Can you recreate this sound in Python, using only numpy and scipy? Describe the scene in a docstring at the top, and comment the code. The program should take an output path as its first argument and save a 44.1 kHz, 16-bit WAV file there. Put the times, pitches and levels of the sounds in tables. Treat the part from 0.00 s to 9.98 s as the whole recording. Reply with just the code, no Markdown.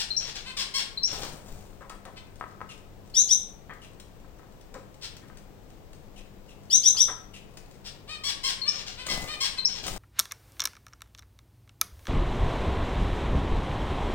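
"""Small room, just above a wire-fronted breeding box of zebra finches. One sings a short phrase four
times: nasal notes, two pure pips, a run of harsh downsweeps. Another answers with soft tets. Notes,
sweeps and tets are syrinx harmonics shaped by the throat; loud rising calls, in two bursts, use both
sides of the syrinx at once. Beaks and feet ring the tray and tick on wire, wings whirr, the room hums."""
import sys
import numpy as np
from scipy import signal
from scipy.fft import rfft, irfft, next_fast_len
from scipy.io import wavfile

SR = 44100
rng = np.random.default_rng(int(sys.argv[2]) if len(sys.argv) > 2 else 0)


def inscribe(sig):
    """Save sig as 16-bit PCM at rate SR to the path in sys.argv[1].

    A 1-D sig is mono; a 2-D sig holds one channel per row.
    Samples are clipped to [-1, 1] before scaling.
    """
    pcm = np.round(np.clip(np.atleast_2d(sig).T, -1, 1) * 32767)
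    wavfile.write(sys.argv[1], SR, pcm.astype(np.int16))


N = 440109
TIME_S = np.arange(N) / SR
EDGE_HZ = 15950

# nasal song notes (time [s], length [s], start pitch [Hz], held pitch [Hz], level [dB], roughness [0-1])
NOTES = [(-.035, 0.058, 990, 1090, -24.5, 0.38), (.566, .067, 1344, 1082, -27.5, 0.6),
         (.738, 0.072, 993, 1101, -25, 0.28), (8.235, 0.076, 1012, 1136, -27, 0.28),
         (8.432, .08, 968, 1088, -25, 0.28), (9.081, 0.065, 1332, 1064, -28, 0.48),
         (9.402, 0.067, 987, 1097, -24, 0.25)]
# phrase endings (time [s], low pip [Hz], its level [dB], wait [s], high pip length [s],
# its pitch [Hz], its level [dB])
FLOURISHES = [(0.104, 4106, -27, 0.061, 0.016, 5410, -22), (0.973, 4040, -28, 0.059, 0.025, 5340, -21),
              (8.615, 4214, -28, .063, 0.0125, 5190, -19.5), (9.583, 4070, -26, 0.066, 0.01, 5230, -16.5)]
# downsweep run (delay from high pip onset [s], length [s], from [Hz], to [Hz], level [dB])
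SWEEP_RUN = [(0.036, 0.036, 1736, 1180, -37.5), (0.076, .068, 1192, 820, -37.5),
             (0.183, .028, 1860, 1310, -34.5), (0.205, 0.055, 1350, 937, -45)]
# answering calls (time [s], length [s], pitch [Hz], level [dB], roughness [0-1])
TETS = [(0.446, 0.079, 527, -37.5, 0.22), (2.158, .039, 553, -40.5, 0.42), (8.074, 0.096, 629.6, -37, 0.14),
        (8.647, 0.07, 609, -34, 0.1), (8.969, .068, 522, -37.5, 0.2), (9.044, .035, 563, -36, 0.2),
        (9.267, 0.093, 622, -34, 0.13), (9.566, .036, 564, -32, 0.22)]
# low falling calls (time [s], length [s], level [dB])
MURMURS = [(5.01, .052, -35.5), (7.842, 0.043, -36.5)]
# faint contact chips (time [s], level [dB])
CHIPS = [(2.687, -46), (3.815, -50.5), (6.159, -50), (6.48, -54.5), (7.334, -45.5)]
# throat response per call type (frequency [Hz], gain [dB])
NOTE_THROAT = [(500, -16), (1050, -9), (1600, -6), (2200, -4.5), (3300, 3), (4300, 3), (5400, 5),
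               (6500, -6.5), (8400, -5.5), (10500, -21.5), (13000, -24), (16000, -16)]
SWEEP_THROAT = [(600, -4), (1500, -6), (2900, 1.5), (4200, 4.5), (5600, 2.5), (7000, -3.5), (8600, -11),
                (10500, -27), (16000, -21)]
TET_THROAT = [(550, -19), (1150, -6), (1800, -9), (2500, -2), (3200, -3.5), (4300, -2.5), (5500, -12),
              (7000, -20.5), (8500, -13), (10500, -41), (16000, -30)]
CHIP_THROAT = [(1400, -16.5), (2900, 5), (4300, -7.5), (6000, -5.5), (9000, -10.5), (16000, -32)]
# loud rising calls (time [s], length [s], pitch at foot of climb [Hz], level [dB])
CRIES = [(3.138, 0.077, 5180, -14), (3.282, 0.057, 5220, -13), (6.698, 0.069, 5130, -12.5),
         (6.827, 0.066, 5120, -11.5), (6.962, 0.063, 4910, -11)]
# their partials (low voice multiple, high voice multiple)
CRY_PARTIALS = [(0, 1), (1, 0), (2, 0), (1, 1), (0, 2), (-1, 1), (-1, 2)]
# per partial (level [dB])
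CRY_PARTIALS_DB = [-13, -17.5, -29, -30, -30, -44.5, -24.5]

# short flights and winged hops (time [s], length [s], swish [dB], draught [dB])
FLIGHTS = [(1.084, 0.15, -40.5, -60), (1.435, 0.12, -50, -40), (9.052, 0.14, -39, -36.5),
           (9.813, 0.14, -40.5, -35)]
# claws and beaks on wire (time [s], level [dB])
TICKS = [(1.1206, -33), (1.232, -46), (1.896, -32), (2.052, -38), (3.999, -34.5), (4.741, -35),
         (5.167, -35.5), (5.371, -38.5), (5.931, -42.5), (7.5713, -32.5), (9.0658, -21.5), (9.218, -28),
         (9.866, -20.5), (9.8795, -19.5)]
# pecks and hops on tray and floor (time [s], blow [dB], scuff [dB], centre [Hz])
KNOCKS = [(1.145, -33, -49, 836), (1.231, -31, -40.5, 1074), (1.809, -38, -40, 667),
          (1.901, -32, -40.5, 1120), (2.053, -37, -40, 730), (2.411, -21, -38, 1150),
          (2.425, -32, -51, 1190), (2.44, -25.5, -54, 1190), (2.606, -32, -42, 1020),
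          (2.615, -23.5, -65, 1110), (3.696, -34, -37, 1900), (4.247, -45, -60, 1200),
          (4.395, -42, -57, 1100), (4.432, -44, -59, 1080), (4.741, -39, -35, 576),
          (5.228, -48, -52.5, 1600), (5.3, -38, -56, 1580), (6.947, -39, -44, 1040),
          (7.081, -35, -31, 1210), (9.882, -24.5, -61, 760)]
# tray and cage wire modes (frequency [Hz], level [dB], t60 [s])
TRAY_MODES = [(537, -9, 0.063), (782, -6, 0.024), (1005, 0, 0.017), (1153, 0.5, 0.011), (1260, -3.5, 0.034),
              (1514, -0.5, 0.015), (1736, -5, 0.018), (3070, -10.5, 0.021)]
WIRE_MODES = [(2015, -35.5, 0.73), (2173, -38.5, 0.43), (1226, -36, 0.18)]
# noise spectra of feathers, ticks and room air (frequency [Hz], relative level [dB])
FEATHER_SPECTRUM = [(100, 11.5), (250, 4.5), (600, 3.5), (1200, -4.5), (2200, -11), (4500, -10.5),
                    (8500, -7.5), (11000, -22), (16000, -10)]
TICK_SPECTRUM = [(500, -7), (2000, -3.5), (4500, -2.5), (7500, -4), (9000, -3.5), (11000, -27.5),
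                 (16000, -8)]
AIR_SPECTRUM = [(12, -27), (20, 4.5), (70, -9.5), (141, -11), (203, -13), (227, -14.5), (496, -15),
                (620, -18.5), (713, -19), (1430, -29.5), (2720, -33.5), (4370, -37), (8310, -40.5),
                (10100, -49), (15800, -38.5)]

# room hum (frequency [Hz], level [dB])
HUM = [(101, -63), (145.3, -64.5), (199.2, -62)]
# left-right likeness of room noise (frequency [Hz], coherence [0-1])
AIR_COHERENCE = [(180, 0.41), (550, 0.53), (1650, 0.083), (4970, 0.02)]
# near-wall reflections (delay [ms], relative gain)
WALLS = [(4.1, .15), (7.2, .2), (10.5, .3), (13, .3), (17, .25), (21, .25), (28, .2)]
# room decay (frequency [Hz], t60 [s])
ROOM_DECAY = [(200, 0.15), (1200, 0.75), (3000, 0.45), (6000, 0.34), (9000, 0.4), (15000, 0.27)]
# duller right side (frequency [Hz], gain [dB])
RIGHT_SHADE = [(500, -0.5), (5000, -1), (8000, -2), (12000, -6)]


def amp(db):
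    """dB to gain."""
    return 10 ** (np.asarray(db) / 20)


def unit_rms(x):
    """Scale to rms 1."""
    return x / np.sqrt(np.mean(x ** 2) + 1e-20)


def curve_at(points, hz):
    """Interpolate over log frequency."""
    points_hz, values = np.transpose(points)
    return np.interp(np.log(hz + 1), np.log(points_hz + 1), values)


def add(mix, at_s, sound):
    """Mix in at at_s, cropped to fit."""
    start = round(at_s * SR)
    sound = sound[max(-start, 0):]
    part = mix[max(start, 0):][:len(sound)]
    part += sound[:len(part)]


def equalise(x, spectrum):
    """Filter by (frequency [Hz], gain [dB]) points."""
    size = next_fast_len(len(x), real=True)
    gain = amp(curve_at(spectrum, np.fft.rfftfreq(size, 1 / SR)))
    return irfft(rfft(x, size) * gain, size)[:len(x)]


def noise(spectrum):
    """Scene-long shaped noise, rms 1."""
    return unit_rms(equalise(rng.standard_normal(N), spectrum))


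def waver(t, rate_hz):
    """Random line, rms near 1, rate_hz knots a second."""
    knots = rng.standard_normal(4096)
    return np.interp(t * rate_hz, np.arange(len(knots)), knots)


def ramp(t, span_s):
    """0 to 1 over span_s, then held."""
    return np.clip(t / span_s, 0, 1)


def gate(t, attack_s, release_s):
    """Linear attack, hold, release."""
    return ramp(t, attack_s) * ramp(t[-1] - t, release_s)


def syrinx(hz, throat, rough, jitter=0.067, uneven=0.93):
    """Harmonics through the throat; roughness adds jitter and half-pitch lines from uneven pulses."""
    t = np.arange(len(hz)) / SR
    cycles = np.cumsum(hz * (1 + jitter * rough * waver(t, 1475))) / SR
    multiples = np.arange(1, int(2 * EDGE_HZ / hz.min()) + 1)[:, None] / 2
    gains = amp(curve_at(throat, multiples * hz)) * (multiples * hz < SR / 2)
    gains *= np.where(multiples % 1 > 0, uneven * rough, 1)
    lag_cycles = rng.random(size=256)[:len(multiples), None]  # throat ringing spreads each pulse
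    stack = (gains * np.sin(2 * np.pi * (multiples * cycles + lag_cycles))).sum(0)
    return unit_rms(stack * (1 + rough * waver(t, 900)))


def nasal_notes(settle_s=0.0088, swell_s=0.0091, fall_s=0.033, swell_db=6, ease_db=3):
    """Harmonic stacks slide onto a held pitch and swell, then drop off it, ending rough."""
    out = np.zeros(N)
    for at_s, length_s, start_hz, held_hz, db, rough in NOTES:
        t = np.arange(0, length_s, 1 / SR)
        fall = ramp(t - length_s + fall_s, fall_s)
        hz = (held_hz + (start_hz - held_hz) * np.exp(-t / settle_s)) * (1 - 0.37 * fall)
        voice = syrinx(hz, NOTE_THROAT, rough=rough + (0.37 - rough) * fall)
        effort_db = db - swell_db * (1 - ramp(t, swell_s)) - ease_db * fall
        add(out, at_s, amp(effort_db) * gate(t, attack_s=0.0034, release_s=0.0017) * voice)
    return out


def room_tone(air_db=-49):
    """Steady stereo air noise, partly coherent in the bass, plus wavering hum."""
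    hz, coherence = np.transpose(AIR_COHERENCE)
    left, independent = noise(AIR_SPECTRUM), noise(AIR_SPECTRUM)
    right = equalise(left, np.c_[hz, 20 * np.log10(coherence)])
    right += equalise(independent, np.c_[hz, 10 * np.log10(1 - coherence ** 2)])
    hum = np.zeros(N)
    for hum_hz, db in HUM:
        tone = np.sin(2 * np.pi * hum_hz * TIME_S + 0.82 * waver(TIME_S, 7.5))
        hum += amp(db) * unit_rms(tone * (1 + 0.55 * waver(TIME_S, 6)))
    return np.array([left, right]) * amp(air_db) + hum


def pip(length_s, hz, climb_hz_per_s, flick, fade_s, attack_s, settle_s=0.0025, octave_db=-38):
    """Near-pure whistle: drops onto its pitch, climbs, flicks up as it fades."""
    t = np.arange(0, length_s + fade_s, 1 / SR)
    fade = ramp(t - length_s, fade_s)
    bend = 1 + 0.074 * np.exp(-t / settle_s) + flick * fade + 0.018 * waver(t, 1340)
    phase = 2 * np.pi * np.cumsum(hz * bend + climb_hz_per_s * t) / SR
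    tone = unit_rms(np.sin(phase) + amp(octave_db) * np.sin(2 * phase))
    return ramp(t, attack_s) * (1 - fade) ** 4 * tone


def downsweep(length_s, from_hz, to_hz, throat, rough, attack_s, release_s=0.005):
    """Harmonic stack gliding steadily down."""
    t = np.arange(0, length_s, 1 / SR)
    return gate(t, attack_s, release_s) * syrinx(np.geomspace(from_hz, to_hz, len(t)), throat, rough)


def flourishes(low_length_s=0.014):
    """Phrase ending: low pip, high pip, run of harsh downsweeps."""
    pips, runs = np.zeros(N), np.zeros(N)
    for at_s, low_hz, low_db, wait_s, high_length_s, high_hz, high_db in FLOURISHES:
        low = pip(low_length_s, low_hz, climb_hz_per_s=1700, flick=0.033, fade_s=0.0034, attack_s=0.0023)
        high = pip(high_length_s, high_hz, climb_hz_per_s=13600, flick=0.52, fade_s=0.018,
                   attack_s=0.0022)
        add(pips, at_s, amp(low_db) * low)
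        add(pips, at_s + wait_s, amp(high_db) * high)
        for delay_s, length_s, from_hz, to_hz, db in SWEEP_RUN:
            sweep = downsweep(length_s, from_hz, to_hz, SWEEP_THROAT, rough=0.75, attack_s=0.0059)
            add(runs, at_s + wait_s + delay_s, amp(db) * sweep)
    return pips, runs


def tets(scoop=0.22, settle_s=0.012, fall=0.092, fall_s=0.0293):
    """Soft, clear stacks; pitch and level form one low arch."""
    out = np.zeros(N)
    for at_s, length_s, held_hz, db, rough in TETS:
        t = np.arange(0, length_s, 1 / SR)
        hz = held_hz * (1 - scoop * np.exp(-t / settle_s) - fall * ramp(t - length_s + fall_s, fall_s))
        envelope = amp(db) * gate(t, attack_s=0.024, release_s=0.019)
        add(out, at_s, envelope * syrinx(hz, TET_THROAT, rough))
    return out


def wings(beat_hz=26, rise_s=0.045, lag_s=0.052, swish_fade_db_per_s=67, draught_fade_db_per_s=220):
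    """Each downstroke swishes the feathers and pushes a puff of air; the draught arrives later."""
    swish_gain, draught_gain = np.zeros(N), np.zeros(N)
    t = np.arange(SR) / SR
    for at_s, length_s, swish_db, draught_db in FLIGHTS:
        landed_s = np.maximum(t - length_s, 0)
        add(swish_gain, at_s, ramp(t, rise_s) * amp(swish_db - swish_fade_db_per_s * landed_s))
        puff = ramp(t - lag_s, rise_s) * amp(draught_db - draught_fade_db_per_s * landed_s)
        add(draught_gain, at_s, puff)
    stroke = np.sin(2 * np.pi * np.cumsum(beat_hz * (1 + 0.094 * waver(TIME_S, 9.2))) / SR)
    eddies = noise([(20, 4), (90, -8.5), (200, -14), (600, -54), (3000, -80)])
    feathers = (1 + 0.17 * stroke) * amp(5.85 * waver(TIME_S, 350)) * noise(FEATHER_SPECTRUM)
    return swish_gain * unit_rms(feathers), draught_gain * unit_rms(0.6 * stroke + eddies)


def ticks(trim_db=-5, rise_s=0.00034, t60_s=0.039, nibble_db=-58, nibbles_per_s=9):
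    """Brief scrapes on wire, plus faint random nibbling of seed and greens."""
    t = np.arange(SR // 15) / SR
    nibble_gain = amp(nibble_db + 3 * np.minimum(rng.exponential(1, N), 3))
    impulses = nibble_gain * (rng.random(N) < nibbles_per_s / SR)
    for at_s, db in TICKS:
        add(impulses, at_s, amp([db + trim_db]))
    envelope = amp(-60 * t / t60_s) * (1 - np.exp(-t / rise_s))
    return signal.oaconvolve(impulses, envelope)[:N] * noise(TICK_SPECTRUM)


def tray_knocks(focus_db_per_octave=12, contact_s=0.00018, scuff_rise_s=0.0072, scuff_t60_s=0.2):
    """Each blow rings the tray modes near its centre frequency; scuffing feet prolong them."""
    out, t = np.zeros(N), np.arange(SR // 5) / SR
    for at_s, blow_db, scuff_db, centre_hz in KNOCKS:
        ring = np.zeros(len(t))
        for hz, db, t60_s in TRAY_MODES:
            mode_db = db - focus_db_per_octave * abs(np.log2(hz / centre_hz))
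            ring += amp(mode_db - 60 * t / t60_s) * np.sin(2 * np.pi * hz * rng.uniform(1, 1.04) * t)
        ring *= 1 - np.exp(-t / contact_s)
        scuff = unit_rms(signal.fftconvolve(rng.standard_normal(2 * len(t)), ring, "valid"))[:len(t)]
        scuff *= amp(scuff_db - 60 * t / scuff_t60_s) * (1 - np.exp(-t / scuff_rise_s))
        add(out, at_s, amp(blow_db) * ring / abs(ring).max() + scuff)
    return out


def contact_calls():
    """Quiet downsweeps between phrases: low murmurs, tiny chips."""
    out = np.zeros(N)
    for at_s, length_s, db in MURMURS:
        add(out, at_s, amp(db) * downsweep(length_s, 570, 410, NOTE_THROAT, rough=0.36, attack_s=0.023))
    for at_s, db in CHIPS:
        add(out, at_s, amp(db) * downsweep(0.042, 1500, 1200, CHIP_THROAT, rough=0.65, attack_s=0.0045))
    return out


def rising_cries(climb_hz_per_s=18000, low_ratio=0.628, low_attack_s=0.023, rasp_db=-30):
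    """Both sides of the syrinx sweep up and intermodulate in a rasp of air; the low side swells later."""
    scoop_hz, scoop_s, flick_hz, flick_s = 1250, 0.0091, 380, 0.0041
    break_hz, break_width_hz, break_db = 5594, 100, 13  # high voice breaks into a loud whistle
    out, effort = np.zeros(N), np.zeros(N)
    for at_s, length_s, foot_hz, db in CRIES:
        t = np.arange(0, length_s, 1 / SR)
        hz = foot_hz + climb_hz_per_s * t - scoop_hz * np.exp(-t / scoop_s)
        hz += flick_hz * np.exp((t - length_s) / flick_s)
        high_cycles = np.cumsum(hz * (1 + 0.005 * waver(t, 1800))) / SR
        low_cycles = np.cumsum(low_ratio * hz * (1 + 0.029 * waver(t, 1200))) / SR
        whistle, *others = [amp(partial_db) * np.sin(2 * np.pi * (m * low_cycles + n * high_cycles))
                            for (m, n), partial_db in zip(CRY_PARTIALS, CRY_PARTIALS_DB)]
        whistle *= amp(break_db * ramp(hz - break_hz, break_width_hz))
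        voice = whistle + ramp(t, low_attack_s) * sum(others)
        swell = amp(db) * gate(t, attack_s=0.013, release_s=0.004)
        flutter = 1 + 0.089 * waver(t, 1500)
        add(out, at_s, np.sqrt(2) * swell * voice * flutter)
        add(effort, at_s, swell)
    rasp = noise([(1500, -16.5), (3200, -2.5), (5000, -14), (7500, -6), (10000, -4.5), (15000, -8)])
    return out + amp(rasp_db) * effort * rasp


def wire_ring(take_off_s=9.085):
    """The grid rings on after a bird pushes off."""
    out, t = np.zeros(N), np.arange(SR) / SR
    for hz, db, t60_s in WIRE_MODES:
        add(out, take_off_s, amp(db - 60 * t / t60_s) * np.sin(2 * np.pi * hz * t))
    return out


def room(x, tail_db, walls_db, right_lag_samples=4, build_s=0.0052):
    """Mono to stereo: direct sound, left first; near-wall slaps; diffuse tail."""
    shape = (2, SR * 3 // 5)
    echoes = rng.standard_normal(shape) * (rng.random(shape) < 0.12)
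    hz, t, bands = signal.stft(echoes, SR, nperseg=256)
    envelope = amp(-60 * t / curve_at(ROOM_DECAY, hz)[:, None]) * (1 - np.exp(-t / build_s))
    tail = signal.istft(bands * envelope, SR, nperseg=256)[1]
    response = amp(tail_db) * tail / np.linalg.norm(tail, axis=1, keepdims=True)
    response[[0, 1], [0, right_lag_samples]] += 1  # direct path
    for delay_ms, gain in WALLS:
        for side in response:
            add(side, (delay_ms + rng.uniform(-0.4, 0.37)) / 1000, amp([walls_db]) * gain)
    left, right = signal.oaconvolve(x[None], response, axes=1)[:, :N] / np.linalg.norm(response[0])
    return np.array([left, equalise(right, RIGHT_SHADE)])


def scene():
    """Birds, cage and room; all louder on the left."""
    swish, draught = wings()
    pips, runs = flourishes()
    cries = room(rising_cries(), tail_db=-3, walls_db=-3.5, right_lag_samples=2)
    whistles = room(pips, tail_db=-3, walls_db=-1, right_lag_samples=3)
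    song = room(nasal_notes() + runs + contact_calls(), tail_db=-1, walls_db=-1)
    answers = room(tets(), tail_db=-3, walls_db=0)
    tray = room(tray_knocks(), tail_db=-9.5, walls_db=-14)
    grid = room(ticks() + wire_ring() + swish, tail_db=-3.5, walls_db=-5.5)
    return (cries * amp([[1.5], [-4.5]])  # (left [dB], right [dB])
            + whistles * amp([[4.5], [-3.5]])
            + (song + answers) * amp([[2], [-3.5]])
            + (tray + grid) * amp([[4], [-2]])
            + (room_tone() + draught) * amp([[2.5], [-3.5]]))


def record(dry):
    """Low-pass at EDGE_HZ."""
    lowpass = signal.firwin(511, EDGE_HZ, window=("kaiser", 9), fs=SR)
    return signal.oaconvolve(dry, lowpass[None], "same")


dry = scene()
out = record(dry)
inscribe(out)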